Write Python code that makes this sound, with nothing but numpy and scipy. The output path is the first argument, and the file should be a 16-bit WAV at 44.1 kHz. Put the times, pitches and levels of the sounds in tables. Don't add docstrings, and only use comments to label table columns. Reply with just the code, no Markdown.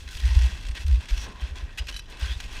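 import sys
import numpy as np
from scipy import signal
from scipy.io import wavfile

SR = 44100
rng = np.random.default_rng(int(sys.argv[2]) if len(sys.argv) > 2 else 0)


def int16_out(signal):
    q = np.round(np.clip(np.atleast_2d(signal).T, -1, 1) * 32767)
    wavfile.write(sys.argv[1], SR, q.astype(np.int16))


def ratio(d):
    e = np.asarray(d, float) / 20
    return 10 ** e


N = 114660

# centre t/s, peak level/dB, f/Hz, length t/s
EDDY_THUMPS = [(0.069, -28.5, 53, 0.014), (0.16, -26.5, 51, 0.0095), (0.257, -11.5, 59.4, 0.028),
               (0.321, -14.5, 60, 0.035), (0.374, -5, 59, 0.015), (0.45, -12, 60, 0.039),
               (0.534, -22.5, 52, 0.016), (0.583, -32.5, 43, 0.08), (0.702, -19.5, 53.7, 0.012),
               (0.817, -31, 57, 0.039), (0.858, -18, 57, 0.014), (0.941, -10.5, 57, 0.034),
               (0.985, -19, 68.4, 0.021), (1.133, -12, 40, 0.021), (1.186, -22, 49, 0.017),
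               (1.231, -30, 52.4, 0.039), (1.441, -19.5, 59, 0.023), (1.525, -26.5, 66, 0.024),
               (1.64, -24, 61, 0.021), (1.814, -21, 56, 0.018), (1.942, -31.5, 46.1, 0.066),
               (2.232, -17, 57, 0.014), (2.312, -21, 58, 0.028), (2.369, -22.5, 52.7, 0.011),
               (2.458, -29.5, 49.7, 0.022)]
# centre t/s, peak level/dB, f/Hz, length t/s
FURTHER_THUMPS = [(0.286, -21.5, 73, 0.012), (0.408, -14, 51.3, 0.028), (0.899, -15.5, 70.7, 0.043),
                  (0.665, -24, 40.4, 0.037), (0.732, -23, 49.4, 0.015), (0.031, -35, 70, 0.018),
                  (.2, -32, 61.4, 0.031), (1.349, -36.5, 60, 0.031), (1.598, -33, 50, 0.017),
                  (1.865, -33.5, 60.3, 0.03), (2.079, -39.5, 60, 0.017), (2.256, -22, 62, .015),
                  (2.531, -37, 59.5, 0.032)]
# f/Hz, level/dB per Hz
WIND_SPECTRUM = [(20, -2.5), (40, -1.5), (70, -11), (110, -17), (150, -21), (300, -27.5), (700, -36),
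                 (1500, -39)]
# t/s, level/dB
GUSTINESS = [
    (0, -1.5),
    (.5, 4),
    (1.0, 2),
    (1.1, -0.5),
    (1.3, 2.5),
    (1.7, -0.5),
    (2.1, -1.5),
    (2.3, 1),
    (2.6, 1.5),
]
WIND_DB, WIND_PATCHY_DB, MEMBRANE_BEND = -42.5, 0.65, 0.25

# t/s, level/dB, f/Hz, t60/s
LINK_TICKS = [(.087, -53, 8900, .03), (0.605, -61, 8400, 0.098), (0.703, -54, 8460, 0.11),
              (.862, -50, 8350, 0.046), (0.878, -49, 8640, 0.036), (.879, -49.5, 11720, 0.038),
              (1.0, -65, 8500, 0.41), (1.285, -49, 8600, .03), (1.871, -50, 11640, .03),
              (1.965, -45.5, 11280, 0.044), (1.993, -48, 11400, .03), (2.402, -47, 6900, 0.043)]
# f/Hz, level/dB, t60/s
SCREW_MODES = [(1626, -5.5, .03), (2580, -14, 0.054), (3034, -3.5, 0.068), (3935, -1.5, 0.04),
               (4380, -12, 0.048), (4950, -13.5, 0.13), (5650, -12, 0.075), (6200, -15.5, 0.046),
               (7650, -22, .04), (8900, -17, 0.031), (10600, -24, 0.032)]
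# t/s, level/dB
SCREW_KNOCKS = [
    (1.9253, -36.5),
    (1.943, -36.5),
    (1.964, -32.5),
    (1.994, -35.5),
    (2.057, -53.5),
    (2.101, -58),
    (2.125, -58),
    (1.975, -37.5),
]
# f/Hz, level/dB, t60/s
PICK_MODES = [(4980, 0.5, 0.11), (2930, 8, 0.033), (8600, -2, 0.025)]
# t/s, level/dB
PICK_KNOCKS = [
    (1.79, -41),
    (1.841, -58),
    (2.23, -44.5),
]
RATTLE_DB = 3.5

# start t/s, length t/s, level/dB, start f/Hz, end f/Hz
SPIKE_DRAGS = [(0.19, 0.18, -48, 1930, 1880), (1.16, .11, -47, 5600, 5800), (1.222, 0.21, -54, 1050, 1024),
               (1.23, 0.087, -50.5, 194.5, 200), (2.222, .09, -47, 1563, 1540),
               (2.27, 0.092, -42.5, 3000, 3720), (1.397, 0.078, -51.5, 3290, 3300),
               (.25, .17, -55, 1000, 800), (.49, .06, -52, 200, 190), (1.777, .03, -38, 2500, 3100),
               (1.882, .022, -40, 2700, 2700), (1.868, .013, -44, 2600, 2600), (2.13, .04, -54, 900, 1050),
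               (.17, .05, -49, 3400, 2000), (.07, .085, -52, 1550, 1530), (1.66, .1, -59, 1850, 1800)]
DRAG_WIDTH = 0.055

# f/Hz, width f/Hz
CAVITY_MODES = [(1030, 68), (1560, 140), (1900, 30), (2620, 170), (3360, 247), (3990, 53), (4330, 110),
                (4900, 75), (5500, 240), (5980, 96), (6750, 320), (8300, 450), (10700, 270)]
CAVITY_LIFT_DB = 2.5

# full load t/s, rise t/s, fall t/s, level/dB, tilt/dB per octave
TREAD_LOADS = [(.005, 0.022, 0.12, -49.5, 2), (.13, 0.038, 0.28, -43.5, 2), (.3, 0.1, 0.39, -43.5, 0.5),
               (0.441, 0.27, 0.36, -40.5, -0.5), (0.901, 0.035, 0.29, -48.5, -0.4),
               (1.02, 0.011, 0.12, -45.5, -2), (1.099, 0.016, 0.13, -42, 0.5),
               (1.242, 0.17, 0.044, -42, 0.5), (1.28, 0.063, 0.1, -47, -5.5),
               (1.45, 0.089, 0.12, -46, -2.5), (1.7, 0.43, 0.029, -58.5, -9.5),
               (1.96, 0.15, 0.027, -50.5, 0), (2.139, 0.066, 0.078, -47.5, -4),
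               (2.23, 0.049, 0.15, -39.5, -1.2), (2.33, 0.13, 0.039, -42.5, -0.5),
               (2.448, 0.13, 0.061, -45, 0), (2.55, 0.078, 0.17, -40.5, -1.3),
               (1.899, 0.022, 0.047, -48, -5), (1.82, 0.026, 0.04, -50, -5.5),
               (.82, 0.043, 0.045, -42.5, 1), (.772, 0.031, 0.038, -37.5, -2.5),
               (1.79, 0.017, 0.025, -34.5, -1.2), (1.894, 0.014, 0.017, -33, 0)]
# t/s, fall t/s, level/dB, tilt/dB per octave
SPIKE_BITES = [(0.077, 0.015, -41, -0.5), (0.11, 0.027, -48.5, 7), (0.1701, 0.013, -35, 1.5),
               (0.2, .012, -36, 0.5), (0.6517, 0.0084, -40.5, -0.5), (0.666, 0.034, -44, 1.5),
               (0.6864, 0.012, -38.5, -0.5), (0.712, 0.012, -41, -0.5), (0.751, 0.013, -54, 8),
               (0.866, 0.013, -41, 1), (1.008, 0.018, -40.5, -1), (1.087, 0.021, -37, -1),
               (1.218, .012, -56, -2), (1.359, 0.013, -45.5, -2), (1.409, 0.025, -49.5, 3),
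               (1.557, 0.13, -43.5, -2), (1.776, .008, -39, 2.5), (1.783, .01, -35, 3.5),
               (1.871, 0.01, -44, 1), (1.966, 0.029, -44, 5), (1.991, 0.01, -40, 1),
               (2.099, 0.043, -52.5, 5.5), (2.403, 0.013, -32, 0), (2.529, .015, -45.5, 5.5),
               (2.195, 0.012, -53.5, 9.5), (.39, 0.0078, -34, -0.5), (0.461, 0.011, -41, 2.5)]
# t/s, peak level/dB
CRUST_CRACKS = [(0.087, -29), (0.15, -26), (0.2344, -29), (0.253, -22.5), (0.2778, -27), (0.3294, -31),
                (0.3497, -21.5), (0.3694, -26), (0.4186, -27), (0.5514, -38), (0.5931, -46), (0.627, -34.5),
                (0.7758, -30), (0.8812, -27.5), (0.895, -31), (0.911, -28), (0.9265, -28.5), (0.9444, -33),
                (0.9563, -31), (1.0394, -41), (1.0544, -29.5), (1.1772, -23), (1.239, -38), (1.4744, -37),
                (1.5823, -30), (1.6387, -38), (1.6831, -51), (1.788, -18), (1.89, -24), (1.911, -30),
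                (2.169, -33), (2.2092, -20.5), (2.257, -22.5), (2.333, -27), (2.4386, -31), (2.4594, -36)]
# f/Hz, level/dB per Hz
SNOW_SPECTRUM = [(150, -39), (250, -9.5), (488, -9.5), (1040, -5.5), (1190, -11), (1890, -3), (3270, -4),
                 (15000, -27.5)]
BITE_RISE_S = 0.0017
CRACK_FALL_S, CRACK_LOSS_DB, CRACK_TILT = 0.0077, 12, 0.13
THIN_DB, THIN_HZ = 5, 1740
RISE_CURVE, FALL_CURVE = 0.6, 1.33
GRAINS_PER_S, GRAIN_SPREAD_DB = 7000, 3.0
CLUMP_DB, CLUMPS_PER_S, SNOW_PATCHY_DB = 1.19, 77, 1.0
CREEP_DB, CREEP_TILT = -56, -0.61


def at_hz(points, hz):
    table_hz, table_db = np.transpose(points)
    return np.interp(np.log(hz), np.log(table_hz), table_db)


def rms_one(x):
    return x / np.sqrt(np.mean(x ** 2) + 1e-20)


def drift(rate_hz):
    pole = np.exp(-80 * np.pi * rate_hz / SR)
    noise = rng.standard_normal(N // 40 + 2002)
    slow = signal.lfilter([1], [1, -2 * pole, pole * pole], noise)[2000:]
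    return np.interp(np.arange(N) / 40, np.arange(len(slow)), rms_one(slow))


def band(x, low_hz, high_hz):
    return signal.sosfilt(signal.butter(2, [low_hz, high_hz], "band", fs=SR, output="sos"), x)


def ring(s, db, hz, t60):
    clicks = np.full(N, 1e-18)
    clicks[(np.asarray(s) * SR).astype(int)] = ratio(db)
    r = ratio(-60 / (t60 * SR))
    w = 2 * np.pi * hz / SR
    return signal.lfilter([0, np.sin(w)], [1, -2 * r * np.cos(w), r * r], clicks)


def wind():
    t = np.arange(N) / SR
    together = drift(8.8)
    gust_db = np.interp(t, *np.transpose(GUSTINESS))
    white = rng.standard_normal((2, N + SR))
    edges = 18 * 2 ** np.arange(0, 7, .5)
    flutter = 0
    for k, (low, high) in enumerate(zip(edges, edges[1:])):
        level_db = at_hz(WIND_SPECTRUM, np.sqrt(low * high))
        level_db = level_db + WIND_PATCHY_DB * (together + drift(8)) + gust_db * (low > 70)
        flutter = flutter + ratio(level_db) * band(white[k % 2], low, high)[SR:]
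    out = ratio(WIND_DB) * rms_one(flutter)
    eddies = list(EDDY_THUMPS) + list(FURTHER_THUMPS)
    for (s, db, hz, length), turn in zip(eddies, rng.random(60)):
        swell = np.exp(-2 * ((t - s) / length) ** 2)
        out = out + ratio(db) * swell * np.cos(2 * np.pi * (hz * (t - s) + turn))
    return out + MEMBRANE_BEND * band(out ** 2, 83, 210)


def gear():
    out = sum(ring([s], db, hz, t60) for s, db, hz, t60 in LINK_TICKS)
    for modes, knocks in ((SCREW_MODES, SCREW_KNOCKS), (PICK_MODES, PICK_KNOCKS)):
        s, db = np.transpose(knocks)
        for hz, mode_db, t60 in modes:
            strike_db = db + mode_db + 2.5 * rng.standard_normal(len(s))
            out = out + ring(s, strike_db, hz, t60) * ratio(RATTLE_DB * drift(67))
    return band(out, 1070, 19000)


def drags():
    out = np.zeros(N)
    white = rng.standard_normal((2, N))
    for s, length, db, start_hz, end_hz in SPIKE_DRAGS:
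        start = int(s * SR)
        u = np.linspace(0, 1, int(length * SR))
        end = start + len(u)
        low_pass = signal.butter(2, DRAG_WIDTH * start_hz, fs=SR, output="sos")
        slow = signal.sosfilt(low_pass, white)[:, start:end]
        phase = np.cumsum(2 * np.pi * (start_hz + (end_hz - start_hz) * u) / SR)
        rasp = rms_one(slow[0] * np.cos(phase) + slow[1] * np.sin(phase))
        out[start:end] += ratio(db) * np.sin(np.pi * u) ** .5 * rasp
    return out * ratio(CLUMP_DB * drift(CLUMPS_PER_S))


def housing(x):
    for hz, width_hz in CAVITY_MODES:
        r = np.exp(-np.pi * width_hz / SR)
        poles = [1, -2 * r * np.cos(2 * np.pi * hz / SR), r * r]
        x = x + ratio(CAVITY_LIFT_DB) * signal.lfilter([(1 - r * r) / 2, 0, (r * r - 1) / 2], poles, x)
    return ratio(-4.0) * x


def snow_grains():
    breaks = rng.random((2, N)) < GRAINS_PER_S / SR
    clump = ratio(CLUMP_DB * drift(CLUMPS_PER_S))
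    size_db = GRAIN_SPREAD_DB * np.minimum(rng.exponential(1, (2, N)), 5)
    sizes = ratio(size_db) * rng.choice([-1, 1], (2, N))
    return sizes * breaks * clump


def snow():
    bites = [(s, BITE_RISE_S, *rest) for s, *rest in SPIKE_BITES]
    cracks = [(s + BITE_RISE_S, BITE_RISE_S, CRACK_FALL_S, db - CRACK_LOSS_DB, CRACK_TILT)
              for s, db in CRUST_CRACKS]
    s, rise, fall, db, tilt = np.transpose(list(TREAD_LOADS) + bites + cracks)[:, :, None]
    t = np.arange(0, N + 16, 16) / SR
    loading = np.clip(1 - (s - t) / rise, 0, 1) ** RISE_CURVE
    unloading = np.clip(1 - (t - s) / fall, 0, 1) ** FALL_CURVE
    load = np.where(t < s, loading, unloading)
    grains = snow_grains()
    edges = 250 * 2 ** np.arange(0, 6.3, 1 / 3)
    scale = np.sqrt(sum(ratio(2 * at_hz(SNOW_SPECTRUM, e)) * e * .23 for e in edges if 1200 < e < 8000))
    out = 0
    for k, (low, high) in enumerate(zip(edges, edges[1:])):
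        hz = np.sqrt(low * high)
        octaves = np.log2(hz / 3000)
        thin_db = THIN_DB * (fall < .04) * min(0, np.log2(hz / THIN_HZ))
        power = np.sum((load * ratio(db + tilt * octaves + thin_db)) ** 2, axis=0)
        power = power + ratio(CREEP_DB + CREEP_TILT * octaves) ** 2
        gain = np.interp(np.arange(N) / SR, t, np.sqrt(power))
        gain = gain * ratio(at_hz(SNOW_SPECTRUM, hz) + SNOW_PATCHY_DB * drift(18.5))
        out = out + gain * np.sqrt(high - low) / scale * rms_one(band(grains[k % 2], low, high))
    return out


def scene():
    return (wind() + housing(snow()) + drags() + gear())[None]


def top_cut(x):
    return signal.sosfilt(signal.butter(12, 15260, fs=SR, output="sos"), x)


def record(dry):
    return top_cut(dry)


dry = scene()
out = record(dry)
int16_out(out)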